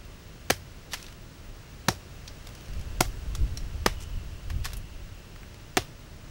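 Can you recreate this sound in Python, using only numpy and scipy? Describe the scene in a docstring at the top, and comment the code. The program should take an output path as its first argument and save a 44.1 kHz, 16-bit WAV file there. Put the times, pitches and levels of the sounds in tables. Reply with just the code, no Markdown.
"""A heavy knife chops five times into a green coconut lying on the ground beside a pond.
Each blow crunches through wet fibre, knocks the nut, rings the steel and scatters back from the trees.
Between blows, husk is torn and picked at in runs of tiny fibre breaks, and bits of shell tick.
Behind it leaves hiss, far insects trill, a gust buffets the microphone and the camera whines faintly."""
import sys
import numpy as np
from scipy import signal
from scipy.fft import rfft, irfft
from scipy.io import wavfile
from scipy.ndimage import uniform_filter1d

SR = 44100
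rng = np.random.default_rng(int(sys.argv[2]) if len(sys.argv) > 2 else 0)


def output_pcm(signal):
    """Save a mono or channel-first signal as 16-bit PCM at the path in sys.argv[1].

    Samples are clipped to [-1, 1] before scaling.
    """
    pcm = np.clip(np.atleast_2d(signal).T, -1, 1) * 32767
    wavfile.write(sys.argv[1], SR, np.round(pcm).astype(np.int16))


N = 277830
TIME = np.arange(N) / SR


def gain_of(db):
    """Decibels to amplitude."""
    return 10 ** (np.asarray(db) / 20)


def unit_rms(x):
    """Scales to rms 1."""
    return x / np.sqrt(np.mean(x ** 2) + 1e-20)


def curve_at(points, hz):
    """Reads a curve of (Hz, value) points on a log-frequency axis."""
    point_hz, value = np.transpose(points)
    return np.interp(np.log(hz + 1), np.log(point_hz + 1), value)


def bump(hz, centre_hz, db, octaves):
    """A broad resonance, in dB."""
    return db / (1 + (np.log2((hz + 1) / centre_hz) / octaves) ** 2)


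def add(mix, s, sound):
    """Mixes a sound in at s seconds."""
    part = mix[round(s * SR):][:len(sound)]
    part += sound[:len(part)]


def noise(spectrum):
    """Steady noise of rms 1, shaped by (Hz, dB) points."""
    shape = gain_of(curve_at(spectrum, np.fft.rfftfreq(N, 1 / SR)))
    return unit_rms(irfft(rfft(rng.standard_normal(N)) * shape, N))


def wander(rate_hz):
    """Smooth random motion of rms 1."""
    rolloff = 1 + (np.fft.rfftfreq(N, 1 / SR) / rate_hz) ** 4
    return unit_rms(irfft(rfft(rng.standard_normal(N)) / rolloff, N))


def swell(start, rise, end, fade):
    """Rises from 0 to 1, holds until the end, then fades; times in seconds."""
    return np.clip(np.minimum((TIME - start) / rise, 1 - (TIME - end) / fade), 0, 1)


def colour(x, curve_db, size=2048):
    """Minimum-phase EQ of unit energy, shaped like curve_db(Hz)."""
    log_gain = np.log(gain_of(curve_db(abs(np.fft.fftfreq(size, 1 / SR)))))
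    taps = np.fft.ifft(np.exp(np.conj(signal.hilbert(log_gain)))).real[:size // 2]
    return signal.fftconvolve(x, taps / np.linalg.norm(taps))[:len(x)]


def ring(t, hz, db, t60, rise):
    """One damped mode, pushed into motion over the rise time."""
    t = np.maximum(t, 0)
    return gain_of(db - 60 * t / t60) * (1 - np.exp(-t / rise)) * np.sin(2 * np.pi * hz * t)


def leaves(db=-45, breeze_db=2.5):
    """A bed of outdoor air and leaf hiss that swells with the breeze."""
    # Each row: frequency in Hz, relative noise density in dB.
    air = [(12, -31), (20, 1.5), (96, -4), (157, -9), (223, -16), (354, -17.5), (546, -21.5), (608, -20),
           (755, -26), (1370, -25.5), (2230, -28), (2770, -30.5), (4050, -31), (5770, -31.5),
           (13000, -46.5)]
    breeze = swell(start=1.54, rise=1.3, end=3.4, fade=1.44)
    return noise(air) * gain_of(db + breeze_db * breeze + 0.064 * wander(26))


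def insects():
    """Far insects trill in a narrow band; a nearer one chirrs once."""
    # Each row: time in seconds, level of the trill in dB.
    fader = [(0, -64.5), (1.6, -67), (2.6, -61.5), (4.4, -60), (6.3, -67.5)]
    trill = noise([(2000, -48), (2650, -7.5), (2900, -10.5), (3150, -13.5), (3900, -33)])
    chirr = noise([(2600, -60), (2880, -14), (2950, 7), (3100, -8), (3400, -60)])
    trill *= gain_of(np.interp(TIME, *np.transpose(fader)) + 1.2 * wander(27))
    return trill + gain_of(-61) * swell(start=3.78, rise=.15, end=4.14, fade=.13) * chirr


def whine(hz=15724, db=-63, drift_hz=9.0):
    """A thin, wavering whistle from the camera's electronics."""
    level = gain_of(db + 2.5 * wander(25))
    pitch_hz = hz + drift_hz * wander(30)
    return level * np.sin(2 * np.pi * np.cumsum(pitch_hz) / SR)


def gust(db=-32, peak_s=3.32, ease_db_per_s=5.5, lump_db=2.5):
    """Wind strength: one lumpy gust that builds and eases, with a few large eddies in it."""
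    # Each row: centre in seconds, level in dB, half length in seconds.
    large_eddies = [(2.772, -36, 0.024), (3.423, -24, .03), (3.625, -38, 0.067), (4.169, -30.5, 0.011),
                    (4.553, -31, .065), (4.768, -35, 0.025)]
    body_db = db - ease_db_per_s * abs(TIME - peak_s) + lump_db * wander(3.6)
    blasts = sum(gain_of(hit_db) * np.exp(-((TIME - s) / half) ** 2) for s, hit_db, half in large_eddies)
    return swell(start=2.66, rise=0.053, end=5.05, fade=0.3) * gain_of(body_db) + blasts


def wind():
    """Low eddies rumble on the microphone; the hardest pushes also stir a faster flutter."""
    # Each row: frequency in Hz, relative density of the rumble in dB.
    buffet = [(15, -5), (35, 0), (80, -6), (120, -14), (200, -31), (350, -40), (800, -76), (2000, -69)]
    strength = gust()
    eddies = noise(buffet)
    eddies /= np.sqrt(uniform_filter1d(eddies ** 2, size=6000) + 0.17)  # levelled, so the gust leads
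    flutter = noise([(60, -6), (130, -1.0), (300, -3), (600, -44), (2000, -70)])
    return strength * (eddies + gain_of(-20.5) * flutter * strength / strength.max())


def grove(x, first_s=0.0073, echoes_per_s=2200):
    """Ground, trunks and leaves return a short, thin tail."""
    # Each row: frequency in Hz, seconds the tail takes to fall 60 dB.
    decay_times = [(100, 0.13), (400, 0.15), (1000, 0.081), (2800, 0.17), (6000, 0.16), (14000, 0.21)]
    tone = [(100, -5.5), (900, -3.0), (2800, -0.2), (6000, 1.5), (14000, -1.8)]  # Hz, dB
    t = np.arange(SR // 2) / SR
    echoes = rng.standard_normal(len(t)) * (rng.random(len(t)) < echoes_per_s / SR) * (t > first_s)
    band_hz, s, bands = signal.stft(echoes, SR, nperseg=256)
    bands = bands * gain_of(-60 * s / curve_at(decay_times, band_hz)[:, None])
    tail = colour(signal.istft(bands, SR, nperseg=256)[1], lambda hz: curve_at(tone, hz))
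    return signal.fftconvolve(x, tail / np.linalg.norm(tail))[:N]


def tree_echoes(directions=3, chop_send_db=-13, husk_send_db=-13.5):
    """The crackle differs in each direction, so the returns blend into an even tail."""
    sends = (gain_of(chop_send_db) * chops() + gain_of(husk_send_db) * husk_work()
             for _ in range(directions))
    return sum(grove(send) for send in sends) / np.sqrt(directions)


def fibres(envelope, spread_db, clump_db):
    """Uneven fibre breaks in clumps about a millisecond long; the envelope sets their total energy."""
    count = len(envelope)
    clumps = unit_rms(uniform_filter1d(rng.standard_normal(count), size=40))
    polarity = rng.choice([-1., 1.], count)
    sizes = gain_of(spread_db * np.minimum(rng.exponential(1, count), 4))
    breaks = envelope * polarity * sizes * gain_of(clump_db * clumps)
    return breaks * np.linalg.norm(envelope) / np.linalg.norm(breaks)


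def tear(s, db, decay, peak_hz, peak_db, rise=.0007):
    """Fibres strain, give way at s seconds and crackle out. Returns start time and sound."""
    # The tone of dry fibre. Each row: frequency in Hz, relative level in dB.
    dry_fibre = [(150, -5), (400, -9.5), (750, 1.5), (2000, 0), (5500, 1), (8000, -5.5), (15000, -11)]
    t = np.arange(SR // 5) / SR - 3 * rise
    strain = np.exp(np.minimum(t / rise, -t / decay))
    tone = lambda hz: curve_at(dry_fibre, hz) + bump(hz, peak_hz, peak_db, octaves=0.66)
    return s - 3 * rise, gain_of(db) * colour(fibres(strain, spread_db=2.0, clump_db=1.0), tone)


def strip(s, db, crackle_s, hz, count=5):
    """A strip of husk creaks, gives way and peels off, while its last fibres part one by one."""
    creak = tear(s - .019, db - 15, rise=.006, decay=0.023, peak_hz=3480, peak_db=4)
    rip = tear(s, db, rise=.0023, decay=0.0072, peak_hz=hz, peak_db=8)
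    peel = tear(s + 0.038, db - 24.5, rise=.008, decay=0.55 * crackle_s, peak_hz=2600, peak_db=2)
    delays = crackle_s * (np.arange(count) + 1 - .5 * rng.random(count)) / count
    loose = [tear(s + delay, db=-44.5, rise=0.0016, decay=0.0036, peak_hz=hz, peak_db=9)
             for delay in delays]
    return [creak, rip, peel] + loose


def fingers(start_s=2.48, length_s=.38, db=-45, count=8):
    """Picking at the husk breaks small bundles at uneven intervals."""
    times = start_s + length_s * (np.arange(count) + rng.random(count)) / count
    return [tear(s, db + 1.5 * size, decay=0.003, peak_hz=6000, peak_db=0)
            for s, size in zip(times, rng.standard_normal(count))]


def blade(t):
    """The brief ring of the steel."""
    # Each row: frequency in Hz, relative level in dB, seconds to fall 60 dB.
    steel_modes = [(4110, -7.5, 0.052), (5620, 5.5, 0.02), (7530, -27, .04), (10400, -38, 0.046)]
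    return sum(ring(t, hz, db, t60, rise=0.00042) for hz, db, t60 in steel_modes)


def husk_work():
    """Between blows strips tear off, bundles snap, shell ticks and the knife taps the nut."""
    # Each row: time it gives way in seconds, level in dB, crackle length in seconds, resonance in Hz.
    strips = [(0.94, -26, 0.19, 2200), (4.004, -51, 0.034, 7800), (4.66, -32.5, 0.083, 1850)]
    # Each row: time in seconds, level in dB, decay in seconds, resonance in Hz, its boost in dB.
    bundle_snaps = [(0.9346, -24.5, .0019, 2400, 4), (1.028, -36.5, .0015, 9150, 7),
                    (1.0658, -38.5, .002, 4400, 17), (2.278, -34, 0.0041, 4840, 16),
                    (2.4712, -37.5, 0.0036, 6050, 1), (3.3513, -33, 0.0054, 7800, 5.5),
                    (3.5735, -35.5, 0.0051, 7900, 7), (4.5013, -34.5, 0.0063, 1870, 11),
                    (4.646, -32.5, 0.011, 2930, 3), (4.655, -21.5, 0.0011, 4500, 4),
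                    (4.7335, -33.5, 0.0036, 12200, 7), (4.769, -40, 0.0067, 11000, 20),
                    (5.5444, -42.5, .0015, 9000, -3)]
    # Pieces of shell touch with a hollow tick. Each row: time in seconds, level in dB.
    shell_ticks = [(5.3608, -40.5), (5.432, -41.5), (6.263, -48)]
    # Each row: start in seconds, gain of the blade's ring in dB.
    knife_taps = [(2.4704, -58), (3.5726, -30)]
    mix = np.zeros(N)
    for row in strips:
        for part in strip(*row):
            add(mix, *part)
    for row in bundle_snaps:
        add(mix, *tear(*row))
    for s, db in shell_ticks:
        add(mix, *tear(s, db, rise=0.00049, decay=0.0027, peak_hz=1490, peak_db=19))
    for s, db in knife_taps:
        add(mix, s, gain_of(db) * blade(np.arange(SR // 5) / SR))
    for part in fingers():
        add(mix, *part)
    return mix


def crunch(t, travel_s, split_s, split_db, tilt_db, crack_hz, crack_db):
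    """Wet fibres part under the blade until it sticks."""
    # The tone of wet fibre. Each row: frequency in Hz, relative level in dB.
    wet_fibre = [(60, -13), (150, -24), (400, 0), (900, -1.5), (1700, -5.5), (2700, -11), (4200, -11),
                 (5700, -8), (7000, -14.5), (10000, -17.5), (15000, -20)]
    level = gain_of(-9.5 - 1250 * travel_s)  # the longer the blade travels, the softer it crunches
    cutting = (1 - np.exp(-t / 0.00048)) * np.exp(-np.maximum(t - travel_s, 0) / 0.0017)
    split = np.exp(-abs(t - split_s) / 0.00048)  # the toughest layer gives way at once
    settling = gain_of(-22) * np.exp(-t / 0.043)  # wedged fibres go on creaking
    breaking = fibres(level * cutting + gain_of(split_db) * split, spread_db=3.0, clump_db=1.0)
    breaking += fibres(level * settling, spread_db=10.0, clump_db=6.0)
    tone = lambda hz: (curve_at(wet_fibre, hz) + tilt_db * np.log2(hz / 1000 + 0.25)
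                       + bump(hz, crack_hz, crack_db, octaves=0.46))
    return colour(breaking, tone)


def chop(travel_s, split_s, split_db, tilt_db, thump_hz, thump_db, hollow_hz, hollow_db,
         husk_hz, husk_db, crack_hz, crack_db, shell_db, blade_db):
    """One blow: the blade crunches in, and its push rings the damped nut and the soil under it."""
    # Nut and soil. Each row: frequency in Hz, level in dB, seconds to fall 60 dB, rise in seconds.
    thud_modes = [(55.4, -28.5, 0.19, 0.019), (89, -23, 0.17, 0.019), (134, -19, 0.07, 0.0063),
                  (523, -17.5, 0.023, 0.0014)]
    t = np.arange(SR // 4) / SR
    bite = crunch(t, travel_s, split_s, split_db, tilt_db, crack_hz, crack_db)
    knock = ring(t, thump_hz, thump_db, t60=0.026, rise=0.0019)
    knock += ring(t - .001, hollow_hz, hollow_db, t60=0.029, rise=0.0016)
    knock += ring(t - .0025, husk_hz, husk_db, t60=0.014, rise=0.001)
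    knock += ring(t - travel_s, 359, shell_db, t60=0.029, rise=0.0021)  # the shell stops the blade
    # So small a body radiates little deep bass.
    knock = signal.lfilter(*signal.butter(2, 105, "high", fs=SR), knock)
    thud = sum(ring(t, *mode) for mode in thud_modes)
    return bite + gain_of(blade_db) * blade(t) - knock - thud


def chops():
    """Five knife blows, each with its own crack and knock."""
    # Each row: start, blade travel and split delay in seconds, split level in dB, treble tilt in dB per
    # octave, then pitch in Hz and gain in dB for each of thump, hollow, husk and crack, and last the
    # gains of shell knock and blade ring in dB.
    blows = [(0.4999, 0.0091, 0.0065, -9, 0.5, 262, -13, 795, -26, 1695, -6, 2540, 5, -25.5, -47),
             (1.8837, 0.0063, 0.0026, -10, -1.7, 160, -4.5, 741, -12, 1230, -21, 6200, 3.5, -15, -27),
             (3.0053, 0.0055, 0.0037, -16, 0.6, 145, -7, 747, -8.5, 1400, -13, 4150, 0.5, -15, -47),
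             (3.8603, 0.0061, 0.00253, -8.5, -1.5, 200, -10, 572, -15, 1210, -5, 2130, 8.5, -26, -35),
             (5.77, 0.0079, 0.00039, -8, -0.5, 316, -9, 730, -12, 1220, -18, 3000, 9.5, -15.5, -42)]
    mix = np.zeros(N)
    for s, *blow in blows:
        add(mix, s, chop(*blow))
    return mix


def scene():
    """Knife and husk work among the trees, over the outdoor bed, in mono."""
    return (chops() + husk_work() + tree_echoes() + leaves() + insects() + wind() + whine())[None]


def record(dry):
    """A steep low-pass trims the very top of the treble."""
    lowpass = signal.firwin(511, cutoff=15950, window=("kaiser", 9), fs=SR)
    return signal.oaconvolve(dry, lowpass[None], "same")


dry = scene()
out = record(dry)
output_pcm(out)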